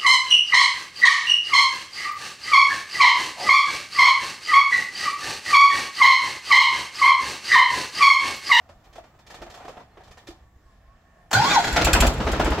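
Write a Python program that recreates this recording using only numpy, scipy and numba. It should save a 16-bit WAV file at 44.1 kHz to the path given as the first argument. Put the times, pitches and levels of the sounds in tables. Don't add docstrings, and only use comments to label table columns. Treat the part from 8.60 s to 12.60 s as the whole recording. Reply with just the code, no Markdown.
import sys
import numpy as np
from scipy import signal
from scipy.fft import rfft, irfft, next_fast_len
from scipy.io import wavfile
from scipy.ndimage import uniform_filter1d
from numba import njit

SR = 44100
rng = np.random.default_rng(int(sys.argv[2]) if len(sys.argv) > 2 else 0)


def file_out(sig):
    cols = np.atleast_2d(sig).T
    lim = np.clip(cols, -1, 1)
    pcm = np.round(lim * 32767).astype(np.int16)
    wavfile.write(sys.argv[1], SR, pcm)


def boost(x):
    u = np.asarray(x, float) / 20
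    return 10 ** u


N = 176400
T = np.arange(N) / SR

# start_s, peak_db
FAR_THUDS = [(0.154, -46), (0.357, -55), (0.552, -49), (0.799, -42), (1.071, -57), (1.159, -46),
             (1.339, -58), (1.491, -43), (1.686, -41), (1.838, -44), (1.947, -42), (2.048, -43),
             (2.271, -47)]
# centre_hz, width_hz, level_db
FAR_WHINE = [(680, 89, -70), (1140, 90, -75.5), (1433, 66, -78), (1766, 92, -73.5)]
# time_s, pitch_hz, level_db
FAR_TONE = [
    (1.82, 1144, -88),
    (1.9, 1120, -69),
    (2.25, 1054, -71.5),
    (2.32, 1110, -73),
    (2.7, 1087, -77),
]
# freq_hz, density_db (per Hz)
YARD_COLOUR = [(15, -32), (25, -6.5), (59, 0.5), (420, -25.5), (863, -25.5), (1900, -33), (2600, -40),
               (16000, -45)]
YARD_DB, YARD_PAN_DB = -49.5, 1.2

# start_s, peak_db, brightness_db
RATTLES = [(0.089, -33.5, -18), (0.239, -56.5, 2.5), (0.327, -55, 5.5), (0.354, -29.5, -16.5),
           (0.378, -33, -38), (0.437, -37.5, -21), (0.539, -44, -25), (0.588, -40, -12), (0.664, -45.5, 2),
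           (0.7, -32.5, -8), (0.74, -32, -7), (0.816, -26.5, -17), (0.861, -33, -44), (0.899, -45, 3.5),
           (0.94, -35.5, -5), (0.972, -32.5, -21), (1.048, -30, -19), (1.079, -23, -20), (1.168, -27, -60),
           (1.37, -32, -46), (1.405, -37, -37), (1.434, -55, 4.5), (1.473, -46, -6), (1.509, -37.5, -7.5),
           (1.571, -33.5, -11.5), (1.669, -37.5, 1), (1.702, -33.5, -18)]
# time_s, level_db
EFFORT = [(0, -66.5), (.3, -62.5), (.4, -54), (.5, -63), (.64, -71), (.7, -50), (1.2, -47.5), (1.27, -67),
          (1.36, -60), (1.4, -56.5), (1.72, -62), (1.85, -66)]
# centre_hz, width_hz, level_db
BODY = [(237, 89, -5.5), (523, 570, -4.5), (720, 53, -2), (1150, 55, -17.5), (1860, 55, -14)]
# centre_hz, width_hz, level_db
LINKAGE = [(1315, 56, 0), (1800, 51, -2), (2350, 130, -9.5), (3110, 76, -16), (3480, 83, -14),
           (4320, 35, -14), (7100, 69, -25)]
# start_s, peak_db, ring_hz
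PANEL_BLOWS = [(.091, -44, 564), (.381, -34, 678), (.704, -41.5, 1766), (.745, -52, 740), (.82, -33, 647),
               (.822, -35.5, 351), (.863, -33, 682), (.973, -34, 720), (1.05, -34.5, 680),
               (1.079, -33, 720), (1.09, -33, 530), (1.171, -42, 736), (1.2, -42, 962), (1.372, -41, 396),
               (1.402, -43, 738), (1.575, -47.5, 1796), (1.672, -43, 560), (1.682, -31.5, 333),
               (1.705, -40.5, 758)]
RATTLE_ATTACK_S = 0.005

# start_s, length_s, from_hz, to_hz, level_db
SQUEAKS = [
    (.595, .06, 3600, 3550, -70),
    (1.31, .04, 4200, 4250, -71),
    (1.94, .1, 6200, 7900, -81),
    (2.04, .12, 8000, 7000, -80),
    (2.27, .03, 3900, 3200, -79),
    (2.36, .03, 3800, 2700, -78),
    (2.4, .03, 4500, 3000, -78),
]

# start_s, peak_db, decay_s
ENGAGING = [
    (2.709, -30.5, 0.0075),
    (2.713, -23.5, 0.024),
    (2.73, -11.5, 0.018),
]
# start_s, peak_db
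LURCHES = [
    (2.76, -18),
    (2.77, -18.5),
    (2.779, -20),
    (2.795, -18),
    (2.81, -20),
    (2.83, -34),
]
# time_s, gear_mesh_hz, whine_db, clatter_db
STARTER = [(2.731, 700, -34.5, -28), (2.785, 770.6, -20.5, -26.5), (2.81, 850, -26.5, -25),
           (2.86, 1031, -24, -23), (2.915, 1250, -28, -21.5), (2.958, 1038, -18.5, -21.5),
           (2.973, 915, -15, -26), (2.982, 842, -16.5, -26.5), (2.992, 790, -13.5, -26),
           (3.015, 680, -36, -28), (3.16, 644, -66, -29)]
# centre_hz, width_hz, level_db
HOUSING = [(790, 170, 9), (1450, 117, 6), (1940, 88, -6), (3260, 250, -11.5), (4010, 150, -8),
           (4560, 90, -16), (5470, 200, -17), (6550, 260, -11.5)]
SNAGS_S = (2.803, 2.824)
SNAG_WIDTH_S, SNAG_DB = 0.0022, 12.5
GEAR_RING_HZ, GEAR_RING_WIDTH_HZ, GEAR_ROUGH_DB, TEETH_DB = 830, 500, 2.5, -12

# crest_s, thump_db, puff_db
BEATS = [(3.139, -19.5, -21), (3.258, -14.5, -7.5), (3.343, -11, -4), (3.416, -10, -7), (3.479, -10.5, -11),
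         (3.547, -26, -29.5), (3.591, -22, -35), (3.661, -25, -35.5), (3.729, -16, -21.5),
         (3.792, -21, -54), (3.857, -14.5, -22), (3.915, -16.5, -29)]
# centre_hz, width_hz, level_db
STACK = [(2510, 81, -0.5), (2747, 38, 1), (3160, 55, -6), (3380, 75, -11), (4160, 180, -13),
         (5360, 130, -17), (6200, 48, -18), (7080, 160, 4)]
THUMP_HZ, THUMP_WIDTH_S = 55.6, 0.0086
PUFF_LEAD_S, PUFF_ATTACK_S, PUFF_DECAY_S = 0.013, 0.007, 0.0058
# start_s, peak_db, brightness_db
KNOCKS = [(3.161, -6.5, -4.5), (3.212, -18, 4.5), (3.267, -9.5, -9), (3.348, -9.5, -36), (3.419, -9.5, -37),
          (3.599, -25, -9), (3.665, -16.5, -26), (3.73, -21.5, -31), (3.795, -11, -47), (3.853, -17, -38),
          (3.915, -20, -29), (3.978, -33, -29)]
# centre_hz, width_hz, level_db
BLOCK = [(128, 11, 0), (330, 18, 11.5), (495, 11, 6.5), (676, 116, 5), (860, 45, -6), (1350, 84, 1),
         (1890, 160, -16), (2430, 19, -21)]
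KNOCK_ATTACK_S, KNOCK_DECAY_S = 0.004, 0.026
# start_s, peak_db, ring_hz
CLANKS = [(3.158, -24, 1953), (3.166, -17, 775), (3.216, -27, 1450), (3.249, -20.5, 2614),
          (3.272, -19.5, 1385), (3.274, -27, 2450), (3.285, -17, 330), (3.334, -15, 1596),
          (3.351, -19.5, 2525), (3.358, -15, 940), (3.402, -19, 2350), (3.414, -29, 3100),
          (3.422, -17, 1333), (3.43, -19.5, 637), (3.45, -16.5, 630), (3.606, -32, 320),
          (3.669, -27.5, 1385), (3.685, -20.5, 343), (3.733, -25, 650), (3.796, -14.5, 630),
          (3.806, -19.5, 247), (3.865, -16, 330), (3.9, -21.5, 283), (3.92, -29, 640), (3.978, -33, 330)]
# time_s, level_db
RUNNING = [
    (3.1, -29),
    (3.45, -18),
    (3.55, -24),
    (4, -24.5),
]
# freq_hz, density_db (per Hz)
RUMBLE = [(15, -35), (25, -33), (55, -3), (427, -12), (641, -13), (1100, -17.5), (4000, -32),
          (16000, -55.5)]

SPREAD_HZ, SCATTER_S = 3660, 0.025
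YARD_T60_S, YARD_WET_DB = 0.26, -11
# freq_hz, gain_db
MIC = [(6000, -1), (7600, -2), (9200, -9), (12500, -2), (16000, -2)]


@njit
def svf(x, hz, width):
    y, band, low = np.empty(len(x)), 0., 0.
    g, k = np.tan(np.pi * hz / SR), width / hz
    for i in range(len(x)):
        v = (band + g * (x[i] - low)) / (1 + g * (g + k))
        band, low, y[i] = 2 * v - band, low + 2 * g * v, k * v
    return y


def unit(x):
    return x / np.sqrt(np.mean(x ** 2))


def noise(hz, width):
    return unit(svf(rng.standard_normal(N), 1. * hz, 1. * width))


def grit(scatter_db):
    size_db = scatter_db * np.minimum(rng.exponential(size=N), 5)
    return unit(rng.standard_normal(N) * boost(size_db))


def walk(rate):
    hold = int(SR / rate)
    steps = np.repeat(rng.standard_normal(N // hold + 1), hold)
    return 1.5 * uniform_filter1d(uniform_filter1d(steps, hold), hold)[:N]


def curve(rows, column=1):
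    return np.interp(T, [r[0] for r in rows], [r[column] for r in rows])


def bursts(times, dbs, decays, attack):
    out = np.zeros(N)
    for start, db, decay in zip(times, dbs, np.broadcast_to(decays, len(times))):
        i = int(start * SR) + 1
        u = T[i:i + SR // 2] - start
        out[i:i + SR // 2] += boost(db) * (1 - np.exp(-u / attack)) * np.exp(-u / max(decay, .001))
    return out


def thumps(rows, hz, width):
    out = np.zeros(N)
    for r in rows:
        centre = int(r[0] * SR)
        i = slice(max(centre - SR // 10, 0), centre + SR // 10)
        u = T[i] - r[0]
        out[i] += boost(r[1]) * np.cos(2 * np.pi * hz * u) * np.exp(-(u / width) ** 2 / 2)
    return out


def ring(x, peaks, widen, broad_db, broad_hz):
    def wide(v):
        return svf(v, 1. * broad_hz, 2.09 * broad_hz)

    def metal(v):
        modes = sum(boost(db) * svf(v, 1. * hz, widen * width) for hz, width, db in peaks)
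        return wide(boost(broad_db) * wide(v) + modes)

    return metal(x) / np.std(metal(rng.standard_normal(20000)))


def coloured(points, flicker_db, rate):
    hz, db = np.array(points).T
    out = np.zeros(N)
    for f in 28 * 2 ** np.arange(0, 9.3, .5):
        level = boost(np.interp(np.log(f), np.log(hz), db) + flicker_db * walk(rate))
        out += level * svf(svf(rng.standard_normal(N), f, f / 2), f, f / 2)
    return unit(out)


def panels(rows, width, attack, decay):
    out, u = np.zeros(N + SR), np.arange(SR // 8) / SR
    push = (1 - np.exp(-u / attack)) ** 2 * np.exp(-u / decay)
    for (start, db, hz), rough in zip(rows, rng.standard_normal((len(rows), len(u)))):
        strike = rough + np.sin(2 * np.pi * hz * u) / 10
        tone = unit(svf(strike, 1. * hz, width * np.sqrt(hz)))
        i = int(start * SR)
        out[i:i + len(u)] += boost(db) * push * tone
    return out[:N]


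def yard():
    air = boost(YARD_DB - 5.5) * coloured(YARD_COLOUR, flicker_db=2.0, rate=8.75)
    whine = sum(boost(db + 3.5 * walk(4.8)) * noise(hz, width) for hz, width, db in FAR_WHINE)
    tone_level = boost(curve(FAR_TONE, column=2) + 4.5 + 5.5 * walk(18))
    tone_hz = curve(FAR_TONE) + 8 * walk(22)
    tone = tone_level * np.sin(2 * np.pi * np.cumsum(tone_hz) / SR)
    crests = [(s + 0.0175, db) for s, db in FAR_THUDS]
    return air + tone + whine + thumps(crests, hz=51.7, width=0.0064)


def rattles():
    s, db, bright = np.array(RATTLES).T
    scrape = boost(curve(EFFORT) + 2.5 * walk(39.2)) * (T < EFFORT[-1][0])
    knocks = bursts(s, db - 5.5, 0.0084, RATTLE_ATTACK_S)
    low = ring((knocks + scrape) * grit(2.94), BODY, widen=0.95, broad_db=-34, broad_hz=704)
    jingle = bursts(s, db + bright - 1.5, 0.016, RATTLE_ATTACK_S) + boost(-15.5) * scrape
    high = jingle * ring(grit(1.2), LINKAGE, widen=1.9, broad_db=-13, broad_hz=3640)
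    return low + high + panels(PANEL_BLOWS, width=2.8, attack=0.001, decay=0.011)


def squeaks():
    out = np.zeros(N)
    for start, length, hz0, hz1, db in SQUEAKS:
        u = np.clip((T - start) / length, 0, 1)
        swell = np.sqrt(np.sin(np.pi * u) + 1e-9) * (u < 1) * (u > 0)
        cycles = length * (hz0 * u + (hz1 - hz0) * u ** 2 / 2)
        out += boost(db) * swell * np.sin(2 * np.pi * cycles)
    return out


def engaging():
    s, db, decay = np.array(ENGAGING).T
    return bursts(s, db - 10.5, decay, 0.0002) * (noise(6740, 2200) + boost(5.5) * noise(860, 670))


def starter():
    on = np.clip((T - STARTER[0][0]) / 0.0028, 0, 1) * np.clip((3.23 - T) / 0.0087, 0, 1)
    phase = 2 * np.pi * np.cumsum(curve(STARTER) * (1 + 0.033 * walk(300))) / SR
    catches = sum(np.exp(-((T - s) / SNAG_WIDTH_S) ** 2 / 2) for s in SNAGS_S)
    whine_level = boost(curve(STARTER, column=2) + 4.5 + GEAR_ROUGH_DB * walk(250))
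    whine = whine_level * (1 + boost(SNAG_DB) * catches) * np.sin(phase)
    whine = svf(whine, 1. * GEAR_RING_HZ, 1. * GEAR_RING_WIDTH_HZ)
    teeth = sum(boost(5.0 * walk(90)) * np.cos(k * phase) for k in range(2, 7))
    teeth = boost(TEETH_DB) * teeth * np.clip((3.02 - T) / 0.038, 0, 1)
    level = boost(curve(STARTER, column=3) + 1.55 * walk(110))
    clatter = ring(level * (grit(2.3) + teeth), HOUSING, widen=1.1, broad_db=-23, broad_hz=2850)
    low_noise = noise(200, 340) + boost(-10.5) * noise(42, 60) * (T > 2.9)
    groan = level * boost(-5.5 + 2 * walk(30.38)) * low_noise
    return on * (whine + clatter + groan) + thumps(LURCHES, hz=132, width=0.0041)


def exhaust():
    s, _, puff_db = np.array(BEATS).T
    pipe = ring(grit(1.5), STACK, widen=1.1, broad_db=-5.5, broad_hz=2820)
    jet = noise(7340, 980) + boost(3.5) * pipe + boost(-1.5) * noise(10440, 4500)
    puffs = bursts(s - PUFF_LEAD_S, puff_db - 3, PUFF_DECAY_S, PUFF_ATTACK_S) * jet
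    return thumps(BEATS, THUMP_HZ, THUMP_WIDTH_S) + puffs


def engine():
    s, db, bright = np.array(KNOCKS).T
    blows = bursts(s, db - 5.5, KNOCK_DECAY_S, KNOCK_ATTACK_S) * grit(3.5)
    knocks = ring(blows, BLOCK, widen=1.28, broad_db=-18.5, broad_hz=1110)
    rasp_tone = ring(grit(4.8), STACK, widen=1.1, broad_db=15, broad_hz=2230)
    rasp = bursts(s, db + bright - 4.5, 0.012, 0.0025) * rasp_tone
    tinwork = panels(CLANKS, width=4., attack=0.00089, decay=0.013)
    lumps = .5 + bursts(s, 0 * db, .03, .004)
    run_level = boost(curve(RUNNING)) * lumps * np.clip((T - 3.11) / 0.038, 0, 1)
    run = run_level * coloured(RUMBLE, flicker_db=0.5, rate=49)
    return knocks + tinwork + rasp + run


def ports(x):
    size = next_fast_len(N + SR)
    hz = np.arange(size // 2 + 1) * SR / size
    share = np.clip(hz / SPREAD_HZ, 0, .95) ** 0.85 + 1 / 30
    u = np.arange(SR // 2) / SR
    scatter = rng.standard_normal(len(u)) * np.exp(-u / SCATTER_S)
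    tail = rng.standard_normal(len(u)) * np.exp(-np.log(1000) * u / YARD_T60_S) * (u > .006)
    spec = rfft(x, size)
    mid = spec * (1 + boost(YARD_WET_DB) * rfft(tail / np.linalg.norm(tail), size))
    side = spec * share * rfft(scatter / np.linalg.norm(scatter), size)
    return irfft(np.array([mid + side, mid - side]), size)[:, :N]


def scene():
    pan = boost(YARD_PAN_DB * np.array([[-1], [1]]) / 2)
    surroundings = ports(yard() + rattles() + squeaks()) * pan
    return surroundings + ports(engaging() + starter()) + ports(exhaust() + engine())


def low_pass(x):
    return signal.sosfilt(signal.butter(12, 16200, fs=SR, output="sos"), x)


def record(dry):
    hz, db = np.array(MIC).T
    f = np.arange(N // 2 + 1) * SR / N
    gain = boost(np.interp(f, hz, db)) * (f < 16150)
    mix = irfft(rfft(dry) * gain, N)
    return low_pass(mix)


dry = scene()
out = record(dry)
file_out(out)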